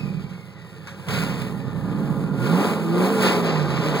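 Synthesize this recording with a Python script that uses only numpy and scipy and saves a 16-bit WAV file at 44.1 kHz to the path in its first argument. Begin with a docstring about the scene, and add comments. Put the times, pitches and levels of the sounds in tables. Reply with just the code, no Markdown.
"""V8 pickup, heard from the cab

The engine sinks to a lumpy idle, is gunned, pulls against a load, then revs in three swells.
Uneven exhaust pulses and a drone boom low down; engine bay noise roars and hisses with the firings.
A breathy intake whistle slides down in pitch, jumping up once, and a panel sings under load.
Short spits of air, a brief click of hiss and top treble, and clean firing notes stand out on top."""
import sys
import numpy as np
from scipy import signal
from scipy.fft import rfft, irfft, next_fast_len
from scipy.io import wavfile
from scipy.ndimage import uniform_filter1d, map_coordinates

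SR = 44100
rng = np.random.default_rng(int(sys.argv[2]) if len(sys.argv) > 2 else 0)


def to_wav(sig):
    """Store sig (one row per channel, or 1-D mono) as 16-bit WAV at the path in sys.argv[1].

    Samples outside -1..1 are clipped; the rate is SR.
    """
    pcm = np.clip(np.atleast_2d(sig), -1, 1) * 32767
    pcm = np.round(pcm).astype(np.int16)
    wavfile.write(sys.argv[1], SR, pcm.T)  # frames by channels


N = 176400  # samples: 4 s

# Engine speed; one four-stroke cycle is eight firings: t/s, rate/(cycles per s)
SPEED = [(0, 14.9), (.33, 14.2), (.5, 12.3), (.7, 12.1), (1.12, 12.4), (1.28, 13.2), (1.4, 13.1),
         (1.5, 12.7), (1.72, 12.6), (1.85, 13.2), (2, 14.1), (2.15, 14.45), (2.38, 14.35), (2.44, 16.6),
         (2.5, 19.6), (2.63, 26.3), (2.68, 21.6), (2.76, 20.4), (2.89, 20.8), (3.02, 22.8), (3.12, 25.2),
         (3.2, 24), (3.3, 23.2), (3.42, 21.4), (3.6, 19.1), (3.8, 16.4), (4, 14.3)]
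# Exhaust boom, before its small lift: t/s, level/dB
BOOM_LEVEL = [(0.01, -30.5), (0.05, -28), (0.2, -30), (0.45, -42.5), (0.7, -43.5), (0.93, -41.5),
              (1.06, -39.5), (1.11, -26), (1.28, -28), (1.4, -30), (1.62, -31), (2.05, -24.5),
              (2.38, -26.5), (2.5, -24.5), (2.72, -27), (2.84, -30), (3.24, -26), (3.65, -30), (3.8, -27.5),
              (3.97, -30)]
# Engine bay roar, before the trim of each part: t/s, level/dB
ROAR_LEVEL = [(0,-42),(.45,-49),(.6,-49),(.85,-47),(1.06,-43.5),(1.095,-31),(1.22,-31),(1.35,-33.5),(1.63,-39),(2,-34),(2.38,-34),(2.5,-26),(2.64,-21.5),(2.87,-31.5),(3.03,-20.5),(3.16,-27),(3.26,-18),(3.4,-25.5),(3.5,-23.5),(3.7,-28),(3.97,-24)]
# Rushing air, before HISS_DB: t/s, level/dB
HISS_LEVEL = [(0,-50.5),(.35,-55.5),(.45,-57.5),(.55,-57.5),(1.065,-52.5),(1.11,-34),(1.16,-34),(1.35,-40.5),(1.55,-51.5),(1.8,-54),(1.94,-50.5),(2.34,-53),(2.46,-40.5),(2.65,-34.5),(2.87,-46.5),(3.04,-36),(3.16,-38.5),(3.26,-25.5),(3.42,-38.5),(3.49,-33.5),(3.65,-40),(3.97,-34.5)]
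# Top treble, before FIZZ_DB: t/s, level/dB
FIZZ_LEVEL = [(0.0, -55), (0.01, -62.5), (0.61, -70), (1.06, -59.5), (1.11, -42), (1.64, -63),
              (1.96, -58.5), (2.34, -60.5), (2.41, -51), (2.66, -41), (2.87, -55), (3.05, -41.5),
              (3.19, -45.5), (3.24, -37), (3.32, -39), (3.39, -47), (3.7, -55), (4.0, -46)]
# Clean firing note: t/s, level/dB
NOTE_LEVEL = [(2.3, -72), (2.41, -25), (2.55, -19), (2.62, -28.5), (2.655, -50), (2.69, -29), (2.78, -33.5),
              (2.9, -27), (3.03, -22.5), (3.14, -33.5), (3.23, -25), (3.32, -33.5), (3.45, -27.5),
              (3.63, -23.5), (3.78, -27.5), (3.95, -40)]

# Average strength of the eight firings of a cycle at the near tailpipe: level/dB
CYLINDERS_DB = [0, 1.5, -2.5, -5.5, 2.5, -4.5, -3.5, 3.5]
# Parts of the exhaust drone: multiple of the cycle rate (rounded when used),
# level/dB at LOW_RATE, level/dB at HIGH_RATE
ORDERS = [(5,-14,-15.5),(8,-4,-13),(9,-23,-11),(10,0.5,1),(11,-3,-2),(12,-5,-16),(13,0.5,-4),(14,-3,-10),(15,-1,-10),(16,-6,-23),(18,-3.5,-14),(19,-6.5,-7),(21,-5,-11.5)]
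# Drone mixed in with the lumpy pulses: rate/(cycles per s), level/dB
DRONE_MIX = [(12, 1), (12.8, 6), (24, 4)]
# How far the drone's parts stray out of step: rate/(cycles per s), phase/rad
STRAY = [(13, 1.5), (14.3, .6), (17, 1.5)]
# Change to the drone while the throttle is shut: f/Hz, level/dB
SHUT_TONE = [(190, 0.5), (225, -15)]
# Orders that swell and fade: multiple of the cycle rate, peak t/s,
# time from the peak to 1/e of it/s, level/dB (rms of the tone before the swell shapes it)
HOWLS = [(13, 1.19, .06, -25), (16, 2.91, .07, -26), (16, 3.01, .05, -24), (18, 3.11, .05, -27),
         (18, 3.23, .07, -24.5), (19, 3.39, .05, -27), (18, 3.48, .08, -32), (10, 3.9, .1, -29)]

# Tone of the exhaust through the body: f/Hz, level/dB
BODY_COLOUR = [(25, -63), (45, -21), (60, -38), (90, -21.5), (125, -6.5), (165, 3.5), (200, -6.5),
               (250, -12), (320, -12.5), (450, -15.5), (700, -35.5), (1500, -77), (4000, -102)]
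# Tone of the engine bay roar, of the air and of the top treble: f/Hz, level/dB
ROAR_COLOUR = [(60, -73), (180, -8), (300, -2), (450, 4), (700, -5), (1100, -3), (1500, -9.5), (2100, -23),
               (3200, -58), (6000, -47.5)]
HISS_COLOUR = [(400, -12), (1500, 4), (2500, 5), (3300, 0.5), (4700, -1), (5600, -10.5), (7000, -12),
               (9000, -20.5), (15500, -50.5)]
FIZZ_COLOUR = [(4000, -25.5), (7000, -4.5), (9000, -0.5), (10200, -1.5), (11800, -7), (15500, -3)]
# Narrow resonances of the cab and panels: f/Hz, width/Hz, level/dB
CAB_RESONANCES = [(360, 9.2, 1.5), (431, 15.3, 0.5), (456.4, 12, -1), (535.5, 14, -2), (551.3, 10.2, 4.5),
                  (665, 4.2, 5), (722, 4.4, 8.5), (815, 10.5, 9), (868.4, 11.7, 5), (1005.7, 24, 3),
                  (1211.7, 13.2, 9), (1400, 3.7, 14.5)]

# Intake whistle, before its random level wobble: t/s, f/Hz, level/dB
WHISTLE = [(0, 2520, -46), (.25, 2316, -55), (.58, 1944, -56), (.8, 1780, -57), (1.05, 1590, -53),
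           (1.2, 2005, -60), (1.45, 1870, -52), (1.95, 1690, -53), (2.35, 1545, -57), (2.5, 1547, -80)]
# Panel that sings under load: t/s, level/dB
PANEL_LEVEL = [(1, -62), (1.18, -34.5), (1.55, -74), (2, -57), (2.33, -45), (2.45, -41), (3, -62)]
# Short spits of air at the throttle: t/s, level/dB, time to fall 60 dB/s
SPITS = [(.295, -47, 0.36), (.871, -35.5, 0.3), (1.085, -28.5, .12)]
# Tone of the spits: f/Hz, level/dB
SPIT_COLOUR = [(300, -37), (1000, 9), (1700, 8.5), (4000, -3), (9000, -13), (15000, -22)]
# Brief click, at full strength in its hiss part: t/s, level/dB, time to fall 60 dB/s
CLICKS = [(1.418, -33, .035)]
# Left minus right for everything but the diffuse part: f/Hz, level/dB
BALANCE = [(40, -16), (85, 11), (130, -20.5), (175, -6), (250, -9), (320, 8), (420, 1), (2000, 0)]

PANEL_HZ = 1418
LOW_RATE, HIGH_RATE = 13.3, 17.7  # cycles per second
CHUG_S = 2.135  # a cycle begins exactly here
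GUNNED_S, OPENING_S = 1.11, 0.056  # throttle fully open at, time it takes to open
SCATTER_DB, JITTER = 1.5, 0.055  # chance in firing size, in firing time (share of the gap)
ORDER_WAVER_DB, ORDER_WAVER_RAD = 2.5, .45
SMEAR_S_PER_HZ = -.00013  # delay per Hz of pitch; negative puts higher orders earlier
DIRECT_DB = 0.5  # sound that reaches the ear past the cab resonances
WALLS_DB, WALLS_T60_S = -11, .06
PULSE_DB, RUMBLE_DB = -4, -3
ROAR_DB, BARK_DB, HISS_DB, FIZZ_DB = -1.5, -12.5, 4, 5.5
SIDE_ROAR_DB, SIDE_RUMBLE_DB = -14, -16
LAG_S, LAG_FROM_HZ = 16 / 44100, 1378
TOP_HZ = 15800


def amp(db):
    """Turn decibels into a plain multiplier."""
    return 10 ** (np.asarray(db) / 20)


def unit(x):
    """Scale x to an rms of 1."""
    return x / np.sqrt(np.mean(x ** 2) + 1e-20)


def along(points, x):
    """Read a value between (x, value) points, spaced by the logarithm of x."""
    at, value = np.transpose(points)
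    return np.interp(np.log(x + 1), np.log(at + 1), value)


def curves(rows):
    """One value per sample for each column after the time."""
    s, *cols = np.transpose(rows)
    return [np.interp(np.arange(N) / SR, s, c) for c in cols]


def wobble(rate):
    """A smooth random curve with rate random points a second."""
    points = rng.standard_normal(int(N * rate / SR) + 4)
    return map_coordinates(points, [np.arange(N) * rate / SR])


def filtered(x, response):
    """Filter x by a complex response of frequency."""
    m = 2 * next_fast_len(N // 2 + SR // 4)  # spare room keeps the tail from wrapping round
    spectrum = rfft(x, m) * response(np.fft.rfftfreq(m, 1 / SR))
    return irfft(spectrum, m)[..., :N]


def coloured(x, points):
    """Give x the tone in (Hz, dB) points, with a filter that never acts ahead of time."""
    def response(hz):
        # fold the log spectrum's time curve onto one side: minimum phase
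        c = irfft(np.log(amp(along(points, hz))))
        c[1:len(c) // 2] *= 2
        c[len(c) // 2 + 1:] = 0
        return np.exp(rfft(c))
    return filtered(x, response)


def steady(x, size=7000):
    """Hold the running rms of x near 1; size is in samples."""
    power = uniform_filter1d(uniform_filter1d(x ** 2, size), size // 2)
    return x / np.sqrt(np.abs(power) + 1e-12)


def firings(cycles):
    """One impulse per firing, sized by its cylinder and by chance, slightly off the beat."""
    count = len(CYLINDERS_DB)
    k = np.arange(int(cycles[0] * count) + 1, int(cycles[-1] * count))
    chance = rng.standard_normal((1000, 2))[k]
    at = np.interp((k + JITTER * chance[:, 0]) / count, cycles, np.arange(N))
    size_db = np.array(CYLINDERS_DB)[k % count] + SCATTER_DB * chance[:, 1]
    return np.bincount(at.astype(int), amp(size_db), N)


def puffs(pulses, decay_s, share):
    """White noise, a share of whose power comes as a fading puff at each firing."""
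    gate = unit(signal.lfilter([1], [1, -np.exp(-1 / (decay_s * SR))], pulses))
    share = np.clip(share, 0, 1)
    return rng.standard_normal(N) * np.sqrt(1 - share + share * steady(gate) ** 2)


def walls(x):
    """Dense, quickly fading reflections of the small cab ripple the tone."""
    t = np.arange(SR // 8) / SR
    tail = rng.standard_normal(len(t)) * amp(-60 * t / WALLS_T60_S)
    tail = tail / np.linalg.norm(tail)
    return x + amp(WALLS_DB) * signal.fftconvolve(x, tail)[:N]


def cab(x):
    """A direct path plus narrow resonances that ring on in the cab and panels."""
    def response(f):
        ringing = sum(amp(db) * 1j * f * w / (c * c - f * f + 1j * f * w) for c, w, db in CAB_RESONANCES)
        return amp(DIRECT_DB) + ringing
    return filtered(x, response)


def diffuse_side(pulses):
    """Roar and rumble from all around, opposite in sign on the two sides."""
    bay = steady(coloured(puffs(pulses, decay_s=0.0086, share=0.3), ROAR_COLOUR))
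    rumble = steady(coloured(puffs(pulses, decay_s=0.0067, share=0.64), BODY_COLOUR))
    side = amp(curves(ROAR_LEVEL)[0] + SIDE_ROAR_DB) * bay
    return side + amp(curves(BOOM_LEVEL)[0] + SIDE_RUMBLE_DB) * rumble


def fuzzy_tone(hz, width_hz):
    """A narrow band of noise around a pitch; width_hz sets how fast it wavers."""
    phase = 2 * np.pi * np.cumsum(hz * np.ones(N)) / SR
    return unit(wobble(width_hz) * np.sin(phase) + wobble(width_hz) * np.cos(phase))


def intake_whistle():
    """Breathy narrow-band noise with a weaker octave above, unsteady in level."""
    hz, db = curves(WHISTLE)
    octave = amp(-12) * fuzzy_tone(2 * hz, width_hz=350)
    return amp(db + wobble(14)) * (fuzzy_tone(hz, width_hz=190) + octave)


def singing_panel():
    """A panel resonance, heard as a much narrower noise band at one pitch."""
    return amp(curves(PANEL_LEVEL)[0]) * fuzzy_tone(PANEL_HZ, width_hz=24)


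def bursts(rows, colour):
    """Noise that starts suddenly and dies away quickly."""
    t = np.arange(N) / SR
    level = sum((t > s) * amp(db - 60 * np.abs(t - s) / t60) for s, db, t60 in rows)
    return level * unit(coloured(rng.standard_normal(N), colour))


def spits_and_clicks():
    """Spits of air at the throttle, and a brief click of hiss and top treble."""
    click = .6 * bursts(CLICKS, FIZZ_COLOUR) + bursts(CLICKS, HISS_COLOUR)
    return bursts(SPITS, SPIT_COLOUR) + click


def hiss(pulses):
    """Rushing air, partly chopped by the firings, with a grainy fizz on top."""
    grain = amp(0.91 * wobble(1200) + 0.89 * wobble(35))
    air = walls(puffs(pulses, decay_s=0.0041, share=0.18) * grain)
    fizz_grain = amp(0.97 * wobble(900) + 1.4 * wobble(14))
    fizz = unit(coloured(air * fizz_grain, FIZZ_COLOUR))
    rush = unit(coloured(air, HISS_COLOUR))
    return amp(curves(HISS_LEVEL)[0] + HISS_DB) * rush + amp(curves(FIZZ_LEVEL)[0] + FIZZ_DB) * fizz


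def roar(pulses):
    """Puffs of noise and hard firing knocks ring the cab."""
    bay = steady(cab(coloured(puffs(pulses, decay_s=0.0019, share=0.23), ROAR_COLOUR)))
    bark = steady(cab(coloured(pulses, ROAR_COLOUR)))
    return amp(curves(ROAR_LEVEL)[0]) * (amp(ROAR_DB) * bay + amp(BARK_DB) * bark)


def howl(cycles):
    """Tones locked to the engine: the firing note sings through the revs, other orders swell and fade."""
    t = np.arange(N) / SR

    def tone(order):
        wave = np.sin(2 * np.pi * order * cycles + .12 * wobble(12))
        return unit(amp(wobble(20)) * wave)

    out = amp(curves(NOTE_LEVEL)[0]) * tone(len(CYLINDERS_DB))
    for order, peak_s, half_s, db in HOWLS:
        swell = np.exp(-((t - peak_s) / half_s) ** 2)
        out += amp(db) * swell * tone(order)
    return out


def drone(rate, cycles):
    """Many tones at multiples of the cycle rate burble, and chug once a cycle where they fall in step."""
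    high = np.clip((rate - LOW_RATE) / (HIGH_RATE - LOW_RATE), 0, 1)
    shut = np.clip((GUNNED_S - np.arange(N) / SR) / OPENING_S, 0, 1)  # 1 shut, 0 open
    out = np.zeros(N)
    for order, low_db, high_db in ORDERS:
        k = round(order)
        turns = k * cycles - SMEAR_S_PER_HZ * (k * rate) ** 2 / 2
        db = low_db + high * (high_db - low_db) + shut * along(SHUT_TONE, k * rate)
        stray = along(STRAY, rate) * wobble(1) + ORDER_WAVER_RAD * wobble(10)
        out += amp(db + ORDER_WAVER_DB * wobble(9)) * np.cos(2 * np.pi * turns + stray)
    return steady(out)


def exhaust(rate, cycles, pulses):
    """Lumpy pulses and gas puffs boom through the body; a speed-dependent share of drone joins them."""
    thumps = amp(PULSE_DB) * steady(coloured(pulses, BODY_COLOUR))
    gas = puffs(pulses, decay_s=0.013, share=0.45)
    rumble = amp(RUMBLE_DB) * steady(coloured(gas, BODY_COLOUR))
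    boom = thumps + rumble + amp(along(DRONE_MIX, rate)) * drone(rate, cycles)
    return amp(curves(BOOM_LEVEL)[0] + 0.86) * steady(boom)  # 0.86 dB lift


def scene():
    """One crankshaft times the engine layers; whistle, panel and bursts keep their own times."""
    rate, = curves(SPEED)
    cycles = np.cumsum(rate) / SR
    cycles += -cycles[int(CHUG_S * SR)] % 1
    pulses = firings(cycles)
    truck = intake_whistle() + singing_panel() + spits_and_clicks()
    truck += hiss(pulses) + roar(pulses) + howl(cycles) + exhaust(rate, cycles, pulses)
    side = diffuse_side(pulses)

    def lean(hz):
        # left and right gains always add up to 2
        return 2 / (1 + amp(along(BALANCE, hz) * np.array([[-1], [1]])))

    return filtered(truck, lean) + np.array([side, -side])


def record(dry):
    """The microphone pair hears the right side's treble later and keeps nothing from TOP_HZ up."""
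    def response(hz):
        # half the lag goes to each side: left earlier, right later
        turn = np.pi * LAG_S * np.maximum(hz - LAG_FROM_HZ, 0) * np.array([[1], [-1]])
        return np.exp(1j * turn) * (hz < TOP_HZ)
    return filtered(dry, response)


dry = scene()
out = record(dry)
to_wav(out)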